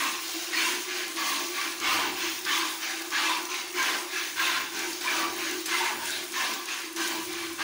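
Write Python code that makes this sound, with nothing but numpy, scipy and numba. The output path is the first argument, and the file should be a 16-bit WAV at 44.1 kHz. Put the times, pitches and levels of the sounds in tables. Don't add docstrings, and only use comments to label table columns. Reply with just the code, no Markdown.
import sys
import numpy as np
from scipy import signal
from scipy.fft import rfft, irfft, next_fast_len
from scipy.io import wavfile
from scipy.ndimage import uniform_filter1d
from numba import njit

SR = 44100
rng = np.random.default_rng(int(sys.argv[2]) if len(sys.argv) > 2 else 0)


def materialize(psi):
    bounded = np.clip(np.atleast_2d(psi).T, -1, 1)
    quanta = np.round(bounded * 32767).astype(np.int16)
    wavfile.write(sys.argv[1], SR, quanta)


N = 336463

# f/Hz, relative level/dB
BIG_BUBBLES = [(800, -2), (930, 0.5), (1050, 1), (1250, -2), (1500, 0), (1950, -37), (3300, -90)]
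MIDDLE_BUBBLES = [(1200, -10), (1400, 0), (1600, -9.5), (1750, -14.5), (1950, -8.5), (2200, -25),
                  (3000, -80)]
SMALL_BUBBLES = [(1600, -14), (1950, 1), (2300, -1), (2800, -1), (3500, -1), (4600, 2), (6000, -7),
                 (9000, -80)]
TINY_BUBBLES = [(3600, -13), (4300, 0), (6400, 4), (8000, -2.5), (9500, -13), (12500, -17), (15000, -60)]
# f/Hz, relative level/dB
SPRAY_EQ = [(300, -97), (2200, -5.5), (3800, -3.5), (5360, -5.5), (6460, -3.5), (7000, -8), (8200, -43),
            (11000, -39)]
FIZZ_EQ = [(1500, -71), (5000, -2.5), (7500, 0.5), (8100, -1.5), (9500, 2.5), (11500, -5), (13400, -11),
           (15500, -12)]
SHIMMER_EQ = [(9000, -70), (13600, -24), (14100, -12), (14650, 0), (15750, 0)]
# t/s, attack/s, length/s, pressure sag/(dB/s), small bubbles/dB, their pitch/Hz,
# middle bubbles/dB, big bubbles/dB, their pitch/Hz, its slide/(octaves/s),
# spray/dB, fizz/dB, shimmer/dB, gurgle/dB, boom/dB
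SQUIRTS = [(-0.078, 0.041, 0.12, -1.5, -30.5, 2620, -43, -35.5, 1004, 0.62, -36, -36.5, -34, -47.5, -40.5),
           (0.21, 0.11, 0.26, 15, -37.5, 2930, -46, -48.5, 1110, -0.18, -34, -37, -43, -47.5, -63),
           (0.506, 0.082, 0.2, 13.5, -28, 2540, -35.5, -36.5, 1130, -1.25, -30.5, -34.5, -35, -48, -43),
           (0.852, 0.078, 0.19, 14, -32.5, 2700, -39, -47.5, 1150, -0.72, -37.5, -39.5, -41, -51.5, -48.5),
           (1.153, 0.034, 0.19, -4.5, -33.5, 2930, -47.5, -38, 1144, -0.71, -35, -41, -35, -46.5, -43.5),
           (1.515, 0.07, 0.15, 19, -30.5, 2600, -38.5, -41, 1130, 0.49, -41, -38, -47, -48.5, -47.5),
           (1.798, 0.068, 0.24, 17.5, -25.5, 2730, -34, -33, 1226, -1.63, -33, -36.5, -33, -40, -38),
           (2.133, 0.1, 0.14, 13, -30.5, 2670, -37.5, -40, 1075, -1.2, -33.5, -36, -37, -51, -48),
           (2.443, 0.066, 0.18, 13.5, -27.5, 2900, -35.5, -35.5, 1160, -1.5, -33, -35, -33, -48, -44.5),
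           (2.8, 0.037, 0.2, 23, -34.5, 2480, -39, -45.5, 1160, -0.029, -35.5, -42.5, -40, -45.5, -48),
           (3.102, 0.073, 0.22, 17.5, -25.5, 2750, -38, -31.5, 1175, -1.1, -33.5, -35, -38, -42, -40),
           (3.477, 0.046, 0.13, 23, -32.5, 2600, -40, -45.5, 1006, 1.1, -36, -44, -40, -50, -56),
           (3.728, 0.11, 0.2, 25.5, -24.5, 2440, -31.5, -34.5, 1040, -0.22, -30, -30, -33, -38.5, -41.5),
           (4.084, 0.093, 0.11, 15, -30.5, 2550, -36.5, -45, 1170, -1.1, -34.5, -36, -36, -49.5, -61),
           (4.352, 0.055, 0.22, 17.5, -26.5, 2810, -30, -37, 1080, 0.16, -33, -37, -37, -45, -44),
           (4.715, 0.055, 0.12, 9, -35.5, 2410, -38.5, -42, 1020, 1.6, -35, -39, -39, -49, -43.5),
           (4.999, 0.15, 0.21, 24.5, -25, 2560, -31.5, -34.5, 960, 2.1, -30.5, -29.5, -32, -38, -39),
           (5.317, 0.23, 0.17, 23.5, -27.5, 2580, -35.5, -39, 990, 1, -29.5, -27.5, -30, -43, -45),
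           (5.647, 0.16, 0.23, 32.5, -21, 2320, -31, -32, 1130, -1.9, -29.5, -24.5, -34, -38.5, -39),
           (5.978, 0.16, 0.24, 34.5, -28, 2980, -35.5, -46.5, 910, 1.06, -32.5, -29, -39, -42.5, -47),
           (6.314, 0.081, 0.17, 23, -27.5, 2950, -33.5, -34.5, 1070, -0.45, -32, -34, -35, -43, -42),
           (6.651, 0.063, 0.19, 40, -32, 2700, -40, -46, 1090, -0.096, -35, -37, -45, -49, -53),
           (6.955, 0.04, 0.15, 3, -35, 2880, -39, -37.5, 960, 0.28, -36, -39.5, -38, -47, -40.5),
           (7.275, 0.074, 0.18, 14.5, -36, 2800, -44.5, -46.5, 1090, -0.11, -41.5, -44, -54, -54, -50),
           (7.576, 0.044, 0.15, 78, -28, 3030, -36, -33.5, 1290, -1.2, -36, -40, -49, -45, -41)]
def jet():
    small_db, small_hz, middle_db, big_db, big_hz, big_slide = np.transpose(SQUIRTS)[4:10]
    spray_db, fizz_db, shimmer_db = np.transpose(SQUIRTS)[10:13]
    big = bubbles(BIG_BUBBLES, pitch_slide(big_hz, big_slide), count=11000, cycles=75, scatter_db=0,
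                  glide=0.051, focus_db=6, focus_octaves=0.052, wall_db=1)
    middle = bubbles(MIDDLE_BUBBLES, np.full(N, 1640.), count=10000, cycles=36, scatter_db=-0.5,
                     glide=0.03, focus_db=4.5, focus_octaves=0.078, wall_db=-3)
    small = bubbles(SMALL_BUBBLES, pitch_slide(small_hz, octaves_per_s=0.17), count=32000, cycles=46,
                    scatter_db=-0.9, glide=0.049, focus_db=5.5, focus_octaves=0.55, wall_db=2.5)
    tiny = bubbles(TINY_BUBBLES, np.full(N, 6300.), count=9000, cycles=99, scatter_db=3,
                   glide=0.06, focus_db=1, focus_octaves=0.24, wall_db=-53)
    spray = crackle(SPRAY_EQ, pop_share=0.058, scatter_db=4.5, flicker_db=0.5, band_flicker_db=2.5)
    spray = unit(spray + undb(-9.5) * tiny)
    fizz = crackle(FIZZ_EQ, pop_share=0.19, scatter_db=2, flicker_db=1, band_flicker_db=2)
    shimmer = crackle(SHIMMER_EQ, pop_share=0.18, scatter_db=13, flicker_db=-1.5, band_flicker_db=1.5)
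    body = (envelope(small_db, "small") * small + envelope(middle_db, "middle") * middle
            + envelope(big_db, "big") * big + envelope(spray_db, "spray") * spray)
    sizzle = undb(0.9 * wander(26))
    foam = envelope(fizz_db, "fizz") * fizz + envelope(shimmer_db, "shimmer") * shimmer
    return body + sizzle * foam


LAYERS = ["small", "middle", "big", "spray", "fizz", "shimmer", "gurgle", "boom"]
# attack factor, sag factor, extra hold/s, release/(dB/s), floor/dB, sputter/dB
LAYER_SHAPES = [(1.84, 1.33, 0.011, 79, -53.5, 0.4), (1.22, 1.24, 0.0024, 62, -75, 1.2),
                (1.36, 0.28, 0.03, 73, -82, 0.79), (1.33, 1.03, -0.035, 21.3, -65, 0.29),
                (3.2, 1.35, -0.042, 39, -47.5, 0.12), (1.9, 0.66, -0.039, 21, -45.5, 0.6),
                (2.26, 0.8, 0.03, 45, -68, 0.87), (0.36, 0.0, 0.084, 200, -53.5, 2.5)]
def envelope(levels_db, layer):
    attack_factor, sag_factor, hold_s, release, floor_db, sputter_db = LAYER_SHAPES[LAYERS.index(layer)]
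    power = np.full(N, undb(floor_db) ** 2)
    for (start, attack_s, length, sag, *_), db in zip(SQUIRTS, levels_db):
        i = max(int(start * SR), 0)
        age = np.arange(i, min(i + SR, N)) / SR - start
        attack = np.clip(age / max(attack_s * attack_factor, .005), 0, 1)
        swell = np.sin(np.pi / 2 * attack) ** 0.94
        fall_db = sag_factor * sag * age + release * np.maximum(age - length - hold_s, 0)
        power[i:i + len(age)] += (swell * undb(db - fall_db)) ** 2
    return np.sqrt(power) * undb(sputter_db * wander(12))


def pitch_slide(hz, octaves_per_s):
    t = np.arange(N) / SR
    start, _, length = np.transpose(SQUIRTS)[:3]
    latest = np.maximum(np.searchsorted(start, t) - 1, 0)
    slide = np.broadcast_to(octaves_per_s, hz.shape)[latest]
    return hz[latest] * 2 ** (slide * np.minimum(t - start[latest], length[latest]))


# f/Hz, width/Hz, relative level/dB
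WALL_MODES = [(646.6, 6.2, 18), (680, 6.8, 16), (776, 30, 20), (857, 16, 17), (911, 9.6, 13),
              (981, 25, 15.5), (1049, 32, 13), (1149, 28, 16), (1217, 18, 5.5), (1525, 21, 9.5),
              (1597, 50, 9), (1684, 37, 13), (2067, 37, 0.5), (2303, 48, -0.5), (2646, 24, 1.5),
              (3150, 7.8, -5)]
def bubbles(eq, focus_hz, count, cycles, scatter_db, glide, focus_db, focus_octaves, wall_db):
    when, pitch, odds, life, sign = rng.random((count, 5)).T
    start = (when * N).astype(np.int64)
    low_hz, high_hz = eq[0][0], eq[-2][0]
    hz = low_hz * (high_hz / low_hz) ** pitch
    boost_db = focus_db * np.exp(-(np.log2(hz / focus_hz[start]) / focus_octaves) ** 2)
    db = eq_db(eq, hz) + boost_db + scatter(odds, scatter_db, cap_db=11)
    amplitude = undb(db) * hz * np.sign(sign - .5)
    pings = rising_pings(start, hz / SR, cycles * (.5 + life), amplitude, glide, N)
    pings = signal.sosfilt(signal.butter(6, 1.1 * low_hz, "high", fs=SR, output="sos"), pings)
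    wall = unit(resonate(pings, WALL_MODES))
    return unit(unit(pings) + undb(wall_db) * wall)


@njit
def rising_pings(start, cycles_per_sample, cycles, amplitude, glide, length):
    out = np.zeros(length)
    for k in range(len(start)):
        steps = cycles[k] / cycles_per_sample[k]
        turn = np.exp(2j * np.pi * cycles_per_sample[k] - np.log(1000) / steps)
        climb = np.exp(2j * np.pi * cycles_per_sample[k] * glide / steps)
        phasor = amplitude[k] + 0j
        for i in range(start[k], min(start[k] + int(steps), length)):
            out[i] += phasor.imag
            phasor *= turn
            turn *= climb
    return out


def crackle(eq, pop_share, scatter_db, flicker_db, band_flicker_db, pops_per_s=1500):
    hiss, odds = rng.standard_normal(N), rng.random(N)
    kicks = rng.standard_normal(N) * (rng.random(N) < pops_per_s / SR)
    pops = unit(kicks * undb(scatter(odds, scatter_db, cap_db=14)))
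    texture = treble_flicker(blend(hiss, pops, pop_share), band_flicker_db)
    return unit(equalise(texture, eq) * undb(flicker_db * wander(40)))


def treble_flicker(x, depth_db):
    bands = signal.stft(x, nperseg=1024, noverlap=768)[2]
    swells = uniform_filter1d(rng.standard_normal(bands.shape), size=4, axis=0)
    swells = unit(uniform_filter1d(swells, size=5, axis=1))
    return unit(signal.istft(bands * undb(depth_db * swells), nperseg=1024, noverlap=768)[1][:N])


# f/Hz, relative level/dB
DEEP_BUBBLES = [(430, -5.5), (600, -6.5), (800, -4), (950, -28), (1500, -70)]
def gurgle():
    deep = bubbles(DEEP_BUBBLES, np.full(N, 790.), count=4000, cycles=48, scatter_db=1,
                   glide=0.096, focus_db=0, focus_octaves=0.11, wall_db=-2.5)
    return envelope(np.transpose(SQUIRTS)[-2], "gurgle") * deep


def pail_tail(x, t60_s=0.21, wet_db=-8.5):
    t = np.arange(SR // 3) / SR
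    wet = np.zeros(N + len(t))
    cuts = [0, *(int(start * SR) for start, *_ in SQUIRTS[1:]), N]
    for a, b in zip(cuts, cuts[1:]):
        tail = rng.standard_normal(len(t)) * undb(-60 * t / t60_s)
        wet[a:b + len(t) - 1] += signal.fftconvolve(x[a:b], tail / np.linalg.norm(tail))
    return (x + undb(wet_db) * wet[:N]) / np.sqrt(1 + undb(wet_db) ** 2)


# loudest t/s, length/s, level/dB, f/Hz, waver/Hz
RINGS = [(0.057, 0.061, -36, 1105, 35.0), (0.153, 0.11, -47, 1060, 35), (0.552, 0.064, -31, 1950, 59.3),
         (0.587, 0.065, -28.5, 2366, 35.0), (0.583, 0.092, -33, 4330, 35.0), (0.65, 0.08, -34, 2720, 60.7),
         (0.668, 0.04, -35, 1034, 35.0), (0.92, 0.077, -51, 1630, 35), (0.93, 0.1, -43, 2620, 250),
         (1.199, 0.055, -37.5, 1695, 35.0), (1.202, 0.12, -40, 1124, 35.0), (1.276, 0.055, -35, 1180, 35.0),
         (1.334, 0.06, -39, 1076, 35), (1.586, 0.09, -41, 2390, 247), (1.85, 0.071, -35, 2193, 35.0),
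         (1.87, 0.065, -38, 3360, 35.0), (1.921, 0.12, -33.0, 1205.0, 34.8), (1.975, 0.055, -34, 975, 35.0),
         (2.473, 0.035, -34, 1535, 35), (2.499, 0.086, -33, 1157, 34.7), (2.496, 0.077, -31.5, 1743, 35.0),
         (2.521, 0.042, -31.5, 3070, 34.7), (2.549, 0.07, -30.5, 3450, 35.0), (2.63, 0.13, -37, 1050, 35.0),
         (2.854, 0.071, -39, 2304.0, 35.3), (2.89, 0.091, -41, 2075, 250), (3.138, 0.04, -37, 1554, 35),
         (3.168, 0.065, -33.5, 1643, 35.0), (3.196, 0.085, -38.0, 3450, 35.0),
         (3.201, 0.067, -39, 1166, 35.0), (3.264, 0.06, -36, 2670, 35), (3.317, 0.079, -35.5, 3600, 35.0),
         (3.316, 0.042, -30, 991, 35.0), (3.537, 0.055, -39, 2583.0, 34.6),
         (3.793, 0.046, -31.5, 2285, 35.0), (3.808, 0.076, -31, 1604, 35.2),
         (3.862, 0.041, -38, 2600, 35.0), (3.895, 0.055, -36, 1034, 35.0), (4.18, 0.065, -38, 2640, 35.0),
         (4.178, 0.049, -42, 1701.0, 35.0), (4.197, 0.09, -49, 2310, 35), (4.405, 0.054, -29, 1614.0, 34.5),
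         (4.411, 0.064, -33.5, 1060, 35.0), (4.447, 0.06, -35, 2630, 35.0), (4.47, 0.13, -35.5, 3640, 35.0),
         (4.498, 0.093, -35, 1052, 35), (4.588, 0.1, -36, 1063, 34.8), (4.819, 0.09, -42, 2310, 35),
         (4.842, 0.1, -45, 2080, 35), (5.062, 0.055, -36.5, 998, 34.8), (5.088, 0.06, -29.5, 2340, 35.0),
         (5.093, 0.055, -33, 1701.0, 35.0), (5.23, 0.11, -32.5, 1162.0, 35.0),
         (5.414, 0.099, -38.5, 2420, 250), (5.484, 0.1, -39, 1686, 35.2), (5.703, 0.08, -43, 1070, 35),
         (5.749, 0.06, -31.5, 2064, 35.0), (5.838, 0.17, -34, 935, 35.0), (6.02, 0.095, -41, 941, 34.6),
         (6.14, 0.11, -37.5, 3900.0, 450.0), (6.39, 0.097, -41, 1075, 35.0),
         (6.395, 0.12, -33.5, 1750, 34.7), (6.487, 0.075, -36.5, 1034, 35.0), (6.602, 0.078, -52, 1700, 35),
         (6.726, 0.09, -44, 2700, 248), (7.007, 0.06, -40, 1042, 35.0), (7.013, 0.07, -41, 1560, 35.0),
         (7.152, 0.089, -45, 904, 35), (7.607, 0.045, -36, 1650, 35.0)]
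def rings():
    out = np.zeros(N)
    t = np.arange(SR // 2) / SR - .25
    for peak_s, length, db, hz, waver_hz in RINGS:
        span = int(SR / (3.58 * waver_hz))
        waver = unit(smooth(rng.standard_normal(len(t)), span))
        note = tone(hz + waver_hz * waver)
        noise = noise_band(len(t), hz, 0.073 * hz + waver_hz)
        noise_share = min(0.38 * (hz / 1500) ** 0.75, 1)
        swell = np.exp(-(t / (np.where(t < 0, 0.35, 0.55) * length)) ** 2)
        ring = undb(db) * swell * blend(note, noise, noise_share)
        at = int(peak_s * SR) + np.arange(len(t)) - len(t) // 2
        inside = (at >= 0) & (at < N)
        out[at[inside]] += ring[inside]
    return out


# t/s, level/dB, centre f/Hz
LANDINGS = [(0.53, -31, 2000), (0.886, -38, 1900), (1.164, -32, 2600), (1.819, -33, 1900),
            (2.458, -32, 1800), (2.822, -37, 2200), (3.116, -39, 1800), (3.772, -32, 2000),
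            (4.369, -39, 2000), (5.008, -33, 3520), (6.333, -37, 2200), (6.679, -35, 2600),
            (6.962, -33.5, 2480)]
def landings(attack_s=0.0034, t60_s=0.17):
    out = np.zeros(N)
    t = np.arange(SR // 4) / SR
    for start, db, hz in LANDINGS:
        i = int(start * SR)
        gain = undb(db - 60 * t / t60_s) * (1 - np.exp(-t / attack_s))
        out[i:i + len(t)] += gain * noise_band(len(t), hz, 1.5 * hz)
    return out


# t/s, level/dB, f/Hz, spray t60/s
DROPS = [(0.2804, -21, 4930, 0.015), (0.9767, -29, 10500, 0.025), (1.0794, -26, 9830, 0.03),
         (1.161, -24, 5000, 0.04), (1.615, -24, 5630, 0.03), (1.8, -22.5, 6350, 0.039),
         (2.39, -28, 9000, 0.025), (2.4508, -20, 4970, 0.04), (3.021, -23, 4740, 0.023),
         (3.1053, -25, 5260, 0.036), (3.453, -21, 5950, 0.023), (3.7286, -28, 6600, 0.026),
         (3.8272, -20, 6460, 0.03), (4.2502, -29, 9900, 0.025), (4.3974, -25, 7200, 0.025),
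         (4.792, -20, 5700, 0.025), (4.931, -21, 4760, 0.029), (5.009, -25, 4700, 0.088),
         (5.238, -32, 13500, 0.025), (5.3637, -27, 9790, 0.03), (5.511, -21, 6500, 0.027),
         (5.596, -23, 4500, 0.02), (5.658, -18, 6250, 0.13), (6.0576, -25, 6400, 0.033),
         (6.0761, -28, 9500, 0.02), (6.105, -22, 7500, 0.03), (6.2866, -32, 13500, 0.025),
         (6.32, -24, 6500, 0.08), (6.537, -22, 5200, 0.058), (6.6564, -24, 6600, 0.033),
         (6.8179, -26, 6500, 0.024), (6.962, -22, 5900, 0.092), (7.0379, -28, 8600, 0.02),
         (7.0758, -18, 6400, 0.03), (7.2928, -28, 9200, 0.02), (7.3287, -26, 9200, 0.03),
         (7.565, -44, 5920, 0.027)]
def splats(ping_decay_s=0.0029):
    out = np.zeros(N)
    for start, db, hz, t60_s in DROPS:
        i = int(start * SR)
        t = np.arange(min(SR // 10, N - i)) / SR
        spray = resonate(rng.standard_normal(SR // 10), [(hz, hz / 1.2, 0)])[:len(t)]
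        ping = np.sin(2 * np.pi * hz * t) * np.exp(-t / ping_decay_s)
        out[i:i + len(t)] += undb(db) * (0.4 * ping + 0.54 * spray * undb(-60 * t / t60_s))
    return out


# f/Hz, relative level/dB
TICK_EQ = [(2500, -30), (6000, -7), (9500, -4), (13000, -3.5), (15500, 3)]
def foam_ticks(per_s=32, decay_s=0.004, level_db=-51):
    chance, odds, hiss = rng.random(N), rng.random(N), rng.standard_normal(N)
    kicks = (chance < per_s / SR) * undb(scatter(odds, 4, cap_db=12))
    puffs = signal.lfilter([1], [1, -np.exp(-1 / (decay_s * SR))], kicks)
    return undb(level_db) * equalise(hiss * puffs, TICK_EQ)


# f/Hz, width/Hz
AIR_MODES = [(330, 15.42), (358, 14.95)]
# t/s, lower note/dB, upper note/dB
HUM_LEVELS = [(0.0, -47, -47), (0.04, -48, -51), (0.3, -57, -52), (0.36, -37, -52), (0.49, -50, -45),
              (0.53, -41.5, -47), (1.0, -57, -41), (1.1, -58, -52), (1.17, -39, -49), (1.36, -50, -58),
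              (1.4, -52, -47), (1.51, -45, -42), (1.59, -59, -53), (1.66, -41, -47), (1.72, -51.5, -49),
              (1.89, -44, -55), (1.93, -39.5, -44), (2.02, -48, -41), (2.1, -45, -53), (2.19, -55, -41.5),
              (2.32, -42, -46), (2.36, -56, -49), (2.51, -49, -46), (2.66, -39.5, -56), (2.7, -50, -53),
              (2.83, -57, -65), (3.02, -41.5, -48), (3.21, -53, -59), (3.25, -39, -49), (3.55, -53, -47),
              (3.59, -55, -59), (3.78, -51, -39.5), (3.87, -42, -58), (3.91, -40, -43), (3.99, -55, -41),
              (4.1, -54, -56), (4.14, -52, -44.5), (4.33, -52, -57), (4.4, -49, -47), (4.69, -59, -51),
              (4.91, -35.5, -41), (4.95, -47, -48), (5.21, -44, -51), (5.27, -39, -47), (5.55, -44, -42.5),
              (5.59, -34, -38), (5.63, -45, -45), (5.84, -51, -40), (6.05, -58, -51), (6.25, -51, -45),
              (6.44, -58, -51), (6.93, -45, -57), (6.99, -32.5, -46), (7.12, -44, -49),
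              (7.27, -43.5, -43.5), (7.63, -45.5, -57)]
def air_hum(breath_share=0.31):
    out = np.zeros(N)
    for (hz, width), db in zip(AIR_MODES, automation(HUM_LEVELS)):
        note = tone(hz + 0.397 * width * wander(25))
        out += undb(db) * blend(note, noise_band(N, hz, width), breath_share)
    return out


# f/Hz, width/Hz, gain/dB
BOOM_MODES = [(194.7, 22, 3), (234, 21, 13), (284, 55, 17.5), (411.9, 7.8, 20)]
def pail_boom():
    gain = envelope(np.transpose(SQUIRTS)[-1], "boom")
    return gain * resonate(rng.standard_normal(N), BOOM_MODES, passes=2)


# t/s, level/dB
RUMBLE_LEVELS = [(0.0, -61), (0.02, -66), (0.55, -72), (1.72, -70), (1.93, -49), (2.51, -65), (3.59, -79),
                 (3.72, -65), (3.99, -87), (4.38, -56), (5.06, -65.5), (5.31, -55), (5.82, -68),
                 (6.01, -52), (6.33, -68), (7.03, -70), (7.18, -52.5), (7.63, -57)]
# f/Hz, relative level/dB
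RUMBLE_EQ = [(20, -18), (48, -26), (66, -3.5), (82, -2), (98, -1.5), (125, -4.5), (200, -2), (300, -22)]
def rumble():
    db = automation(RUMBLE_LEVELS)[0] + 0.5 * wander(3.9)
    return undb(db) * equalise(rng.standard_normal(N), RUMBLE_EQ)


# f/Hz, relative level/dB
BARN_EQ = [(20, -41), (50, -25), (66, -21.5), (120, -25), (200, -24.5), (343, 7), (480, -16), (750, -20.5),
           (1000, -9), (1700, -11), (6450, -17), (10400, -43)]
def barn(level_db=-48):
    return undb(level_db) * equalise(rng.standard_normal(N), BARN_EQ)


def undb(db):
    return 10 ** (np.asarray(db) / 20)


def unit(x):
    return x / np.sqrt(np.mean(x ** 2))


def blend(a, b, share):
    return np.sqrt(1 - share) * a + np.sqrt(share) * b


def scatter(odds, scale_db, cap_db):
    return np.minimum(-scale_db * np.log(1 - odds), cap_db)


def automation(table):
    times, *lanes = np.transpose(table)
    return [np.interp(np.arange(N) / SR, times, lane) for lane in lanes]


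def eq_db(eq, hz):
    f, db = np.transpose(eq)
    return np.interp(np.log(np.maximum(hz, 1.)), np.log(f), db)


def equalise(x, eq):
    size = next_fast_len(N)
    hz = np.arange(size // 2 + 1) * SR / size
    return unit(irfft(rfft(x, size) * undb(eq_db(eq, hz)), size)[:N])


def resonate(x, modes, passes=1):
    out = 0
    for hz, width, db in modes:
        ring = x
        for _ in range(passes):
            ring = signal.lfilter(*signal.iirpeak(hz, hz / width, fs=SR), ring)
        out = out + undb(db) * ring
    return out


def noise_band(samples, hz, width):
    return unit(resonate(rng.standard_normal(samples), [(hz, width, 0)], passes=2))


def tone(hz):
    return np.sqrt(2) * np.sin(2 * np.pi * np.cumsum(hz) / SR)


def smooth(x, span):
    return uniform_filter1d(uniform_filter1d(x, span), span)


def wander(per_s):
    span = int(SR / per_s)
    steps = np.repeat(rng.standard_normal(N // span + 1), span)
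    return unit(smooth(steps, span)[:N])


def scene():
    background = rumble() + barn()
    milk = pail_tail(jet() + gurgle()) + rings() + landings() + splats() + foam_ticks()
    return np.tile(milk + air_hum() + pail_boom() + background, (2, 1))


def record(dry):
    cutoff_hz = 15730
    return signal.sosfilt(signal.ellip(16, .3, 80, cutoff_hz, fs=SR, output="sos"), dry)


dry = scene()
out = record(dry)
materialize(out)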